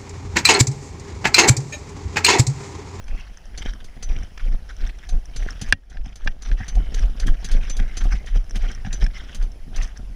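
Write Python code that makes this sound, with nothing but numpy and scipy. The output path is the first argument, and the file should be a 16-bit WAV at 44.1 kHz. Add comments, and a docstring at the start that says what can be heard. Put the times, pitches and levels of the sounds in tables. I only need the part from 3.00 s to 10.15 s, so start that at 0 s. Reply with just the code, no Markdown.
"""A mountain bike rolls along a plank boardwalk, heard from a microphone on the rider.
From the start, knobbly tyres scrub and drum on the boards as filtered noise over a faint hiss, small parts
tick as damped tones, and about four bumps a second swing the bike low, with a chain slapping ringing steel.
Near 2.7 s a plastic mount clacks hard by the microphone, so loud that the limiter ducks the sound for a moment.
A second hard clack follows near 3.3 s; the bumps swing hardest from 3 to 6 s, and the rolling fades at the end."""
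import sys
import numpy as np
from scipy import signal
from scipy.fft import rfft, irfft, next_fast_len
from scipy.io import wavfile
from scipy.ndimage import uniform_filter1d, minimum_filter1d, map_coordinates

SR = 44100
rng = np.random.default_rng(int(sys.argv[2]) if len(sys.argv) > 2 else 0)


def wrap_up_sound(samples):
    """Save the sound to the file named by the first command line argument, as 16-bit audio."""
    columns = np.atleast_2d(samples).T
    # keep every value between -1 and 1, then stretch to whole-number steps
    tamed = np.clip(columns, -1, 1)
    steps = np.round(tamed * 32767).astype(np.int16)
    wavfile.write(sys.argv[1], SR, steps)


N = 315315  # length in samples

# Levels in the tables are starting points: the functions below may trim or vary them.
# steady rolling: start_s, tyre_level_db, deck_level_db
ROLLING = [(0.0, -60, -49.5), (0.4, -59, -55.5), (1.17, -58.5, -50), (2.37, -56.5, -51), (2.55, -49, -48),
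           (2.83, -60, -50), (3.5, -48.5, -46.5), (3.6, -50.5, -43.5), (5.14, -46, -46.5), (5.38, -56, -49),
           (6.05, -52.5, -44.5), (6.29, -48.5, -50.5), (6.49, -63.5, -50.5), (7.15, -65, -47.5)]
# bumps that heave the bike and press the tyres: middle_s, heave_db, swing_hz, scrub_db, half_length_s
BUMPS = [(0.135, -17, 25, -49.5, 0.049), (0.677, -17.5, 21, -44.5, 0.082), (1.106, -13, 25.8, -49, 0.023),
         (1.195, -20, 26, -47, 0.078), (1.472, -11, 28.5, -49, 0.031), (1.542, -15, 22, -48.5, 0.021),
         (1.843, -11.5, 28.8, -41.5, 0.051), (2.15, -8.5, 26, -56, 0.03), (2.433, -15, 31, -48, 0.08),
         (2.699, -16.5, 27, -46.5, 0.067), (3.001, -9.5, 21, -66, 0.075), (3.268, -8.5, 20.8, -46, 0.054),
         (3.523, -5.5, 32.6, -59, 0.035), (3.781, -7, 37.5, -59.5, 0.045), (3.977, -12, 26.5, -41, 0.04),
         (4.048, -8.5, 38, -43, 0.038), (4.233, -14, 26.6, -45, 0.023), (4.305, -7, 21.7, -52, 0.036),
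         (4.558, -5.5, 23.2, -43, 0.042), (4.719, -21, 30, -57, 0.014), (4.809, -5.5, 23.5, -49, 0.03),
         (5.061, -7.5, 32, -44.5, 0.029), (5.143, -15, 43, -36, 0.025), (5.366, -7, 32, -42.5, 0.022),
         (5.568, -15, 30.3, -40, 0.017), (5.647, -11.5, 29.8, -42.5, 0.055), (5.944, -18.5, 27, -47, 0.048),
         (6.034, -8.5, 29.4, -40.5, 0.028), (6.438, -12, 29.3, -49.5, 0.043),
         (6.801, -13.5, 27.3, -41.5, 0.056)]
# scuffs of the tread on plank edges: start_s, level_db, length_s
SCUFFS = [(0.079, -39.5, .009), (.16, -45.5, 0.092), (0.62, -33, 0.0092), (0.659, -35, 0.0053),
          (0.801, -47, 0.012), (1.162, -41, 0.0059), (1.375, -31, .006), (1.394, -39.5, 0.024),
          (1.69, -38, 0.021), (1.89, -35, .012), (2.028, -44.5, 0.02), (2.471, -41.5, 0.044),
          (2.899, -41.5, 0.065), (3.04, -39.5, .06), (3.162, -50, 0.069), (3.443, -36.5, 0.053),
          (3.57, -38, 0.073), (4.261, -37, 0.026), (4.425, -48, 0.015), (4.485, -44, 0.046),
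          (4.61, -41.5, 0.062), (4.79, -35.5, 0.014), (5.006, -35.5, 0.015), (5.268, -38.5, 0.026),
          (5.357, -39.5, 0.011), (5.554, -38, 0.014), (5.678, -41, 0.053), (5.848, -42, 0.021),
          (6.023, -35.5, 0.013), (6.142, -40.5, 0.047), (6.8, -44, 0.089), (6.953, -48, .03)]
# loose boards knocking on their bearers: start_s, level_db
KNOCKS = [(2.616, -21), (2.727, -7), (3.061, -20.5), (3.275, -20.5), (3.604, -17), (4.8, -19.5),
          (5.135, -22), (5.36, -20), (5.562, -24), (5.848, -22), (5.868, -22), (6.026, -19.5), (6.068, -28)]
# chain slaps: start_s, clash_db, ring_db
SLAPS = [(.078, -50.5, -51), (0.575, -33, -33.5), (0.843, -42, -64), (1.025, -31.5, -33),
         (2.089, -35.5, -41), (2.361, -31, -32.5), (2.426, -47.5, -68), (2.613, -28.5, -34.5),
         (2.685, -43.5, -60), (2.897, -41.5, -48.5), (3.156, -34.5, -45), (3.244, -42.5, -62),
         (3.42, -35, -40), (3.680, -31, -32.5), (3.750, -42.5, -62), (3.942, -32, -41), (4.197, -31.5, -36),
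         (4.268, -35, -59), (4.444, -28, -37), (4.514, -32, -55), (4.697, -32, -26), (4.766, -35, -49),
         (4.969, -28, -28), (5.037, -42.5, -60), (5.26, -43, -53), (5.556, -35.5, -61), (5.927, -32.5, -28),
         (6.346, -33.5, -45), (6.423, -42, -53), (6.760, -34.5, -44), (6.820, -35.5, -42)]
# clacks of the plastic mount: start_s, level_db, contact_s
CLACKS = [(1.377, -28.5, 0.00066), (2.7246, 11.5, 0.00037), (2.97, -21.5, 0.001), (3.266, -19, 0.0035),
          (3.273, 0.5, 0.0023), (3.515, -21.5, 0.00085), (5.847, -27.5, 0.0019), (5.862, -26.5, 0.0016),
          (6.063, -21, 0.0019)]
# clearest ticks of cables and fittings: start_s, level_db
TICKS = [(.373, -33.5), (.736, -31.5), (1.233, -35), (1.874, -32), (2.256, -33.5), (2.506, -25),
         (3.060, -30), (3.994, -29.5), (4.488, -29), (5.496, -34), (5.509, -28), (5.716, -29), (5.749, -31),
         (6.023, -38), (6.042, -26.5), (6.065, -32), (6.832, -25.5), (6.845, -29), (6.974, -31.5)]
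# short whirrs of the freewheel: middle_s, half_length_s, pitch_hz, level_db
WHIRRS = [(.17, 0.074, 2630, -54), (1.226, 0.041, 3100, -55), (3.86, 0.2, 3000, -56.5),
          (3.87, 0.057, 2210, -60), (4.887, 0.081, 2090, -53.5), (5.17, 0.048, 2120, -51)]

# Ringing tones of each object: pitch_hz, level_db, t60_s (time to fade by 60 dB)
# the deck when thumped
THUD_TONES = [(76, -10, 0.12), (136, 0.5, .07), (170, -2.5, 0.044), (246, -5, 0.077), (323, -8.5, 0.046),
              (448, -6, 0.047), (546, -12.5, 0.067), (728, -12, 0.11)]
# a loose board
BOARD_TONES = [(88, 4, 0.077), (146, -4, 0.08), (198, -3, 0.081), (272, -14, 0.098), (764, -12, 0.046)]
# the steel that the chain hits
STEEL_TONES = [(5000, -10, 0.065), (5100, -35.5, .08), (6080, -14, 0.093), (6084, 4.5, 0.11),
               (7180, -1, 0.051), (8500, -40, 0.084), (9800, -28, .05)]
# the plastic mount
MOUNT_TONES = [(555, -31, 0.073), (680, -22.5, .02), (818, -15.5, 0.02), (990, -16.5, .012),
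               (1290, -9.5, 0.022), (1593, 1.5, 0.022), (1749, 4.5, 0.019), (1880, -35.5, 0.14),
               (2410, -2.5, 0.023), (2766, -10.5, 0.034), (3383, -7, 0.022), (3890, -5, 0.0075),
               (4130, -3.5, 0.0066), (4970, -11.5, 0.015), (5900, -16, 0.01)]
# cables and small fittings
FITTING_TONES = [(1700, 0.5, 0.0083), (3510, -20.5, 0.033), (5390, -4, 0.029), (5830, -0.5, 0.012),
                 (6180, -4, 0.018), (10200, -22, 0.0044)]

# Colours of the noises: frequency_hz, level_db (per Hz, relative)
# tread on the boards
TREAD_COLOUR = [(400, -28), (750, -2.5), (1000, -6), (1600, 5), (2200, 1.5), (2650, -2.5), (3200, 0),
                (4300, -11.5), (5800, -4.5), (6500, -15), (7600, -24.5), (11000, -29.5), (16000, -53.5)]
# drumming planks
PLANK_COLOUR = [(40, -8.5), (70, 11), (110, 4), (160, -0.5), (220, 0), (310, -8), (550, -13.5),
                (730, -11.5), (950, -27), (1500, -23.5), (3000, -71.5)]
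# low sway of the bike
SWAY_COLOUR = [(8, -14), (18, -3.5), (38, -10.5), (47, -5), (60, -21), (100, -43.5), (200, -79)]
# chain links clashing on steel
CLASH_COLOUR = [(600, -28), (1100, -8), (1600, -2), (2300, -5.5), (3300, -2), (4800, 1.5), (5500, -5),
                (6200, 5.5), (7100, -6.5), (8100, -13), (10200, -10), (12000, -28.5), (15500, -31.5)]
# chain links jingling on each other
JINGLE_COLOUR = [(3000, -24.5), (6000, -0.5), (7500, -3.5), (8500, 2.5), (10200, -1.5), (12000, -9),
                 (14000, -6), (15500, -15)]
# the crack at the moment of contact
CRACK_COLOUR = [(200, -14.5), (800, -0.5), (1700, 1.5), (3000, -16), (5800, -5.5), (7000, -1.5), (9500, 0),
                (10500, -20.5), (15000, -23)]
# the mount chattering to rest
CHATTER_COLOUR = [(300, -10), (800, -8), (1050, -8), (1400, -15), (1650, -2), (2100, -7), (2450, -14),
                  (2900, -7), (3800, -14.5), (5800, -13), (6800, -28), (10000, -46)]
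# the steady hiss
HISS_COLOUR = [(30, 12), (200, 4), (720, 6), (1100, -1), (2800, -2.5), (3150, -0.5), (3600, -9),
               (4700, -6.5), (5050, -2.5), (5500, -4), (7500, -14), (9600, -17.5), (10100, -4),
               (10900, -20), (13000, -23), (15000, -15.5)]

TOP_HZ = 15600  # nothing above this is kept
DRUM_DB, DRUM_GROWS = -30, 0.71  # deck drumming at a heave of 0 dB; dB gained per dB of heave
REBOUND_S, REBOUND_HALF_S, REBOUND_DB = 0.079, 0.027, -5  # light moment after a bump: delay, half length, dip
SCUFF_RISE = 0.22  # how fast a scuff bites, as a share of its length


def tyres(press, scuffs):
    """Tread blocks patter on the gritty boards, in clumps as the load shifts, and scuff on plank edges."""
    load = press * amp(2.66 * wobble(70)) + scuffs
    contact = patter(rate=1500, spread_db=2.5) + rng.standard_normal(N)
    # brief patches colour the block strikes; longer ones tint the scrub from board to board
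    blocks = patchy(contact, depth_db=4.2, rows=5, frames=3.5)
    boards = patchy(blocks, depth_db=2.6, rows=1.5, frames=40)
    return load * coloured(boards, TREAD_COLOUR)


def tyre_load(rolling_db=-1, scrub_db=-1, lead_s=0.0084):
    """How hard the tread scrubs: steady rolling, a squeeze on each bump and a light moment on the rebound."""
    rebound = sum(hump(s + REBOUND_S, REBOUND_HALF_S) for s, *_ in BUMPS)
    rolling_level = curve([(s, db) for s, db, _ in ROLLING]) + rolling_db
    rolling = amp(rolling_level + REBOUND_DB * rebound)
    squeeze = sum(amp(db + scrub_db) * hump(s - lead_s, half) for s, _, _, db, half in BUMPS)
    return np.hypot(rolling, squeeze)


def scuffing():
    """How loud the scuffs are: the tread bites on a plank edge and slides off it."""
    out, t = np.zeros(N), np.arange(SR // 4) / SR
    for s, db, length in SCUFFS:
        bite = 1 - np.exp(-t / (SCUFF_RISE * length))
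        slide_off = np.exp(-(t / length) ** 2)
        add(out, s, amp(db) * bite * slide_off)
    return out


def grit(press, count=260, size_db=5.5, spread_db=4.0, grain_hz=3600, cycles=7):
    """Crumbs of grit snap under the tyres, each at its own pitch, louder when the tyres press harder."""
    out, t = np.zeros(N), np.arange(SR // 50) / SR
    for at, (pitch, size) in zip(rng.integers(0, N, count), rng.standard_normal((count, 2))):
        hz = np.clip(grain_hz * np.exp(.4 * pitch), 1200, 6200)
        snap = np.sin(2 * np.pi * hz * t) * np.exp(-np.pi * hz * t / cycles)
        add(out, at / SR, press[at] * amp(size_db + spread_db * size) * snap)
    return out


def deck(shake, scuffs, scuff_db=-3, thud_db=-21, thud_grows=1.36, lead_s=.012, jolt_db=-3):
    """The wheels drum on the planks; bumps and the jolts that fling the chain thud, and loose boards knock."""
    impacts = patter(rate=220, spread_db=3.5) + 0.79 * rng.standard_normal(N)
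    blows = patchy(impacts, depth_db=3.5, rows=1.2, frames=16)
    load = np.hypot(shake * amp(1.67 * wobble(45)), scuffs * amp(scuff_db))
    drumming = load * coloured(blows, PLANK_COLOUR)
    bump_jolts = [(s - lead_s, thud_grows * db + thud_db) for s, db, *_ in BUMPS]
    chain_jolts = [(s, db + jolt_db) for s, db, _ in SLAPS]
    thuds = struck(bump_jolts + chain_jolts, THUD_TONES, crack_db=-34, crack_t60=.02, vary_db=5.5)
    knocks = struck(KNOCKS, BOARD_TONES, crack_db=-40, crack_t60=.01, vary_db=3.5)
    return drumming + thuds + knocks


def deck_load(rolling_db=2.0, lead_s=0.0023, spread=1.25):
    """How hard the deck is shaken: steady rolling plus a swell that grows with the heave of each bump."""
    rolling = amp(curve([(s, db) for s, _, db in ROLLING]) + rolling_db)
    swells = sum(amp(DRUM_DB + DRUM_GROWS * db) * hump(s - lead_s, spread * half)
                 for s, db, _, _, half in BUMPS)
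    return np.hypot(rolling, swells)


def heave(shake, width_s=0.022, bottoming=.3, sway_db=15):
    """Each bump swings bike and rider briefly, over a steady low sway that grows with the drumming."""
    out, t = np.zeros(N), np.arange(-SR // 8, SR // 8) / SR
    for s, db, hz, *_ in BUMPS:
        swing = np.cos(2 * np.pi * hz * t) / np.cosh(t / width_s) ** 0.93
        add(out, s + t[0], amp(db) * swing)
    # the suspension stiffens on big swings, which adds a higher thud
    out = out + bottoming * filtered(out ** 2, lambda hz: hz ** 2 / (hz ** 2 + 40 ** 2))
    return out + shake * amp(sway_db) * coloured(rng.standard_normal(N), SWAY_COLOUR)


def chain(land_s=0.0036, clash_t60=0.074, swell_s=.005, bite_s=0.0012, jingle_db=-11):
    """Links land one after another in a short clash, and the steel they hit rings on."""
    clash, loose, steel, t = np.zeros(N), np.zeros(N), np.zeros(N), np.arange(SR // 4) / SR
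    landing = (1 - np.exp(-t / bite_s)) * amp(-60 * np.maximum(t - land_s, 0) / clash_t60)
    for (s, clash_db, ring_db), chance in zip(SLAPS, rng.standard_normal(len(SLAPS))):
        add(clash, s, amp(clash_db - 2.0) * landing)
        miss = np.clip((clash_db - ring_db) / 20, 0, 1)  # a slap that misses the steel jingles link on link
        add(loose, s, miss * amp(clash_db + jingle_db) * landing)
        stretch = 1 + .004 * chance  # the chain loads the steel a little differently each time
        ringing = ring(STEEL_TONES, t * stretch, vary_db=5)
        add(steel, s, amp(ring_db + 7.0) * (1 - np.exp(-t / swell_s)) * ringing)
    impacts = patter(rate=3500, spread_db=0.5) + 0.84 * rng.standard_normal(N)
    links = patchy(impacts, depth_db=1.0, rows=3.98, frames=4)
    jingle = loose * coloured(patter(rate=4400, spread_db=7.0), JINGLE_COLOUR)
    # links buzzing against the steel roughen its ring
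    buzz = amp(2.6 * wobble(130)) * (1 + 0.24 * wobble(770))
    return clash * coloured(links, CLASH_COLOUR) + jingle + steel * buzz


def mount(chatter_db=-12, chatter_t60=0.024, crack_db=-12, hard_contact_s=0.00036):
    """The mount clacks and chatters to rest; a shorter, harder contact cracks more brightly."""
    body, settling, cracks, t = np.zeros(N), np.zeros(N), np.zeros(N), np.arange(SR // 5) / SR
    for s, db, contact in CLACKS:
        blow = amp(db) * (1 - np.exp(-(t / contact) ** 2))
        add(body, s, blow * ring(MOUNT_TONES, t, vary_db=0.7))
        add(settling, s, blow * amp(chatter_db - 60 * t / chatter_t60))
        add(cracks, s, blow * amp(crack_db - 60 * t / 0.0049) / (1 + contact / hard_contact_s))
    chatter = settling * coloured(rng.standard_normal(N), CHATTER_COLOUR)
    return body + chatter + cracks * coloured(rng.standard_normal(N), CRACK_COLOUR)


def fittings(count=20, light_db=-41, spread_db=3.0):
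    """Cables and small fittings tick, a little differently each time, with lighter ticks at random times."""
    light = [(rng.random() * N / SR, light_db + spread_db * rng.standard_normal()) for _ in range(count)]
    return struck(TICKS + light, FITTING_TONES, crack_db=-18, crack_t60=.018, vary_db=4)


def freewheel(width_hz=260):
    """Fast pawl clicks blur into faint, narrow whirrs."""
    out, t = np.zeros(N), np.arange(N) / SR
    for s, half, hz, db in WHIRRS:
        clicks = patter(rate=700, spread_db=2.0)
        band = filtered(clicks, lambda f: 1 / (1 + (2 * (f - hz) / width_hz) ** 2))
        out += amp(db) * np.exp(-((t - s) / half) ** 4) * unit(band)
    return out


def background_hiss():
    """A faint steady noise whose colour shifts in small patches."""
    noise = patchy(rng.standard_normal(N), depth_db=2.5, rows=1.5, frames=8)
    return amp(-56.5) * coloured(noise, HISS_COLOUR)


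def struck(blows, modes, crack_db, crack_t60, vary_db):
    """Each blow is a short contact crack plus the ringing of the object."""
    out, cracks, t = np.zeros(N), np.zeros(N), np.arange(SR // 4) / SR
    for s, db in blows:
        add(out, s, amp(db) * ring(modes, t, vary_db))
        add(cracks, s, amp(db + crack_db - 60 * t / crack_t60))
    return out + cracks * coloured(rng.standard_normal(N), CRACK_COLOUR)


def ring(modes, t, vary_db):
    """Fading tones of one blow, each at a slightly new strength, with peak 1."""
    x = np.zeros(len(t))
    for k, (hz, db, t60) in enumerate(modes):
        strength = amp(db + vary_db * rng.standard_normal() - 60 * t / t60)
        x += (-1) ** k * strength * np.sin(2 * np.pi * hz * t)
    return x / np.abs(x).max()


def patter(rate, spread_db):
    """Random tiny impacts of uneven size, rate a second, at rms 1."""
    hits = rng.random(N) < rate / SR
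    return unit(hits * rng.standard_normal(N) * amp(spread_db * rng.standard_normal(N)))


def patchy(x, depth_db, rows, frames):
    """Random gain patches, about rows bands (172 Hz) by frames steps (2.9 ms), keep the colour changing."""
    z = signal.stft(x, nperseg=256)[2]
    grid = np.meshgrid(np.arange(z.shape[0]) / rows, np.arange(z.shape[1]) / frames, indexing="ij")
    field = map_coordinates(rng.standard_normal(z.shape), grid, mode="wrap")
    return unit(signal.istft(z * amp(depth_db * field), nperseg=256)[1][:N])


def coloured(x, spectrum):
    """x shaped by (Hz, dB) points, at rms 1."""
    f, db = np.transpose(spectrum)
    return unit(filtered(x, lambda hz: amp(np.interp(np.log(hz + 1), np.log(f), db))))


def filtered(x, response):
    """x with each frequency scaled by response(hz)."""
    m = next_fast_len(N + 8192)  # spare room so the end does not wrap onto the start
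    return irfft(rfft(x, m) * response(np.fft.rfftfreq(m, 1 / SR)), m)[:N]


def wobble(rate):
    """A smooth random curve, rate random points a second."""
    return map_coordinates(rng.standard_normal(int(N * rate / SR) + 4), [np.arange(N) * rate / SR])


def curve(rows):
    """One value per sample from (s, value) rows, joined by straight lines."""
    return np.interp(np.arange(N) / SR, *np.transpose(rows))


def hump(s, half):
    """A smooth rise and fall of height 1 around time s."""
    return np.exp(-np.minimum(((np.arange(N) / SR - s) / half) ** 2, 50))


def add(track, s, sound):
    """Mix a sound into the track at time s."""
    part = track[max(round(s * SR), 0):][:len(sound)]
    part += sound[:len(part)]


def amp(db):
    """Decibels to gain."""
    return 10 ** (np.asarray(db) / 20)


def unit(x):
    """Scale to rms 1 (average strength)."""
    return x / np.sqrt(np.mean(x ** 2) + 1e-20)


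def scene():
    """The bike on the boards over a faint steady hiss."""
    press, shake, scuffs = tyre_load(), deck_load(), scuffing()
    boards = tyres(press, scuffs) + grit(press) + deck(shake, scuffs)
    bike = heave(shake) + chain() + mount() + fittings() + freewheel()
    return (boards + bike + background_hiss())[None]


def limiter(x, ceiling_db, release_db):
    """Peaks over the ceiling pull the gain down just ahead of them; it climbs back by release_db a second."""
    over = np.maximum(20 * np.log10(np.abs(x) + 1e-9) - ceiling_db, 0)
    climb = release_db * np.arange(N) / SR
    gain_db = climb - np.maximum.accumulate(over + climb)
    # about 1 ms of early warning and smoothing
    return x * amp(uniform_filter1d(minimum_filter1d(gain_db, size=45), size=45))


def record(dry):
    """Loud peaks are limited, and nothing above the top frequency is kept."""
    held = limiter(dry[0], ceiling_db=1.5, release_db=10.0)
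    return filtered(held, lambda hz: hz < TOP_HZ)[None]


dry = scene()
out = record(dry)
wrap_up_sound(out)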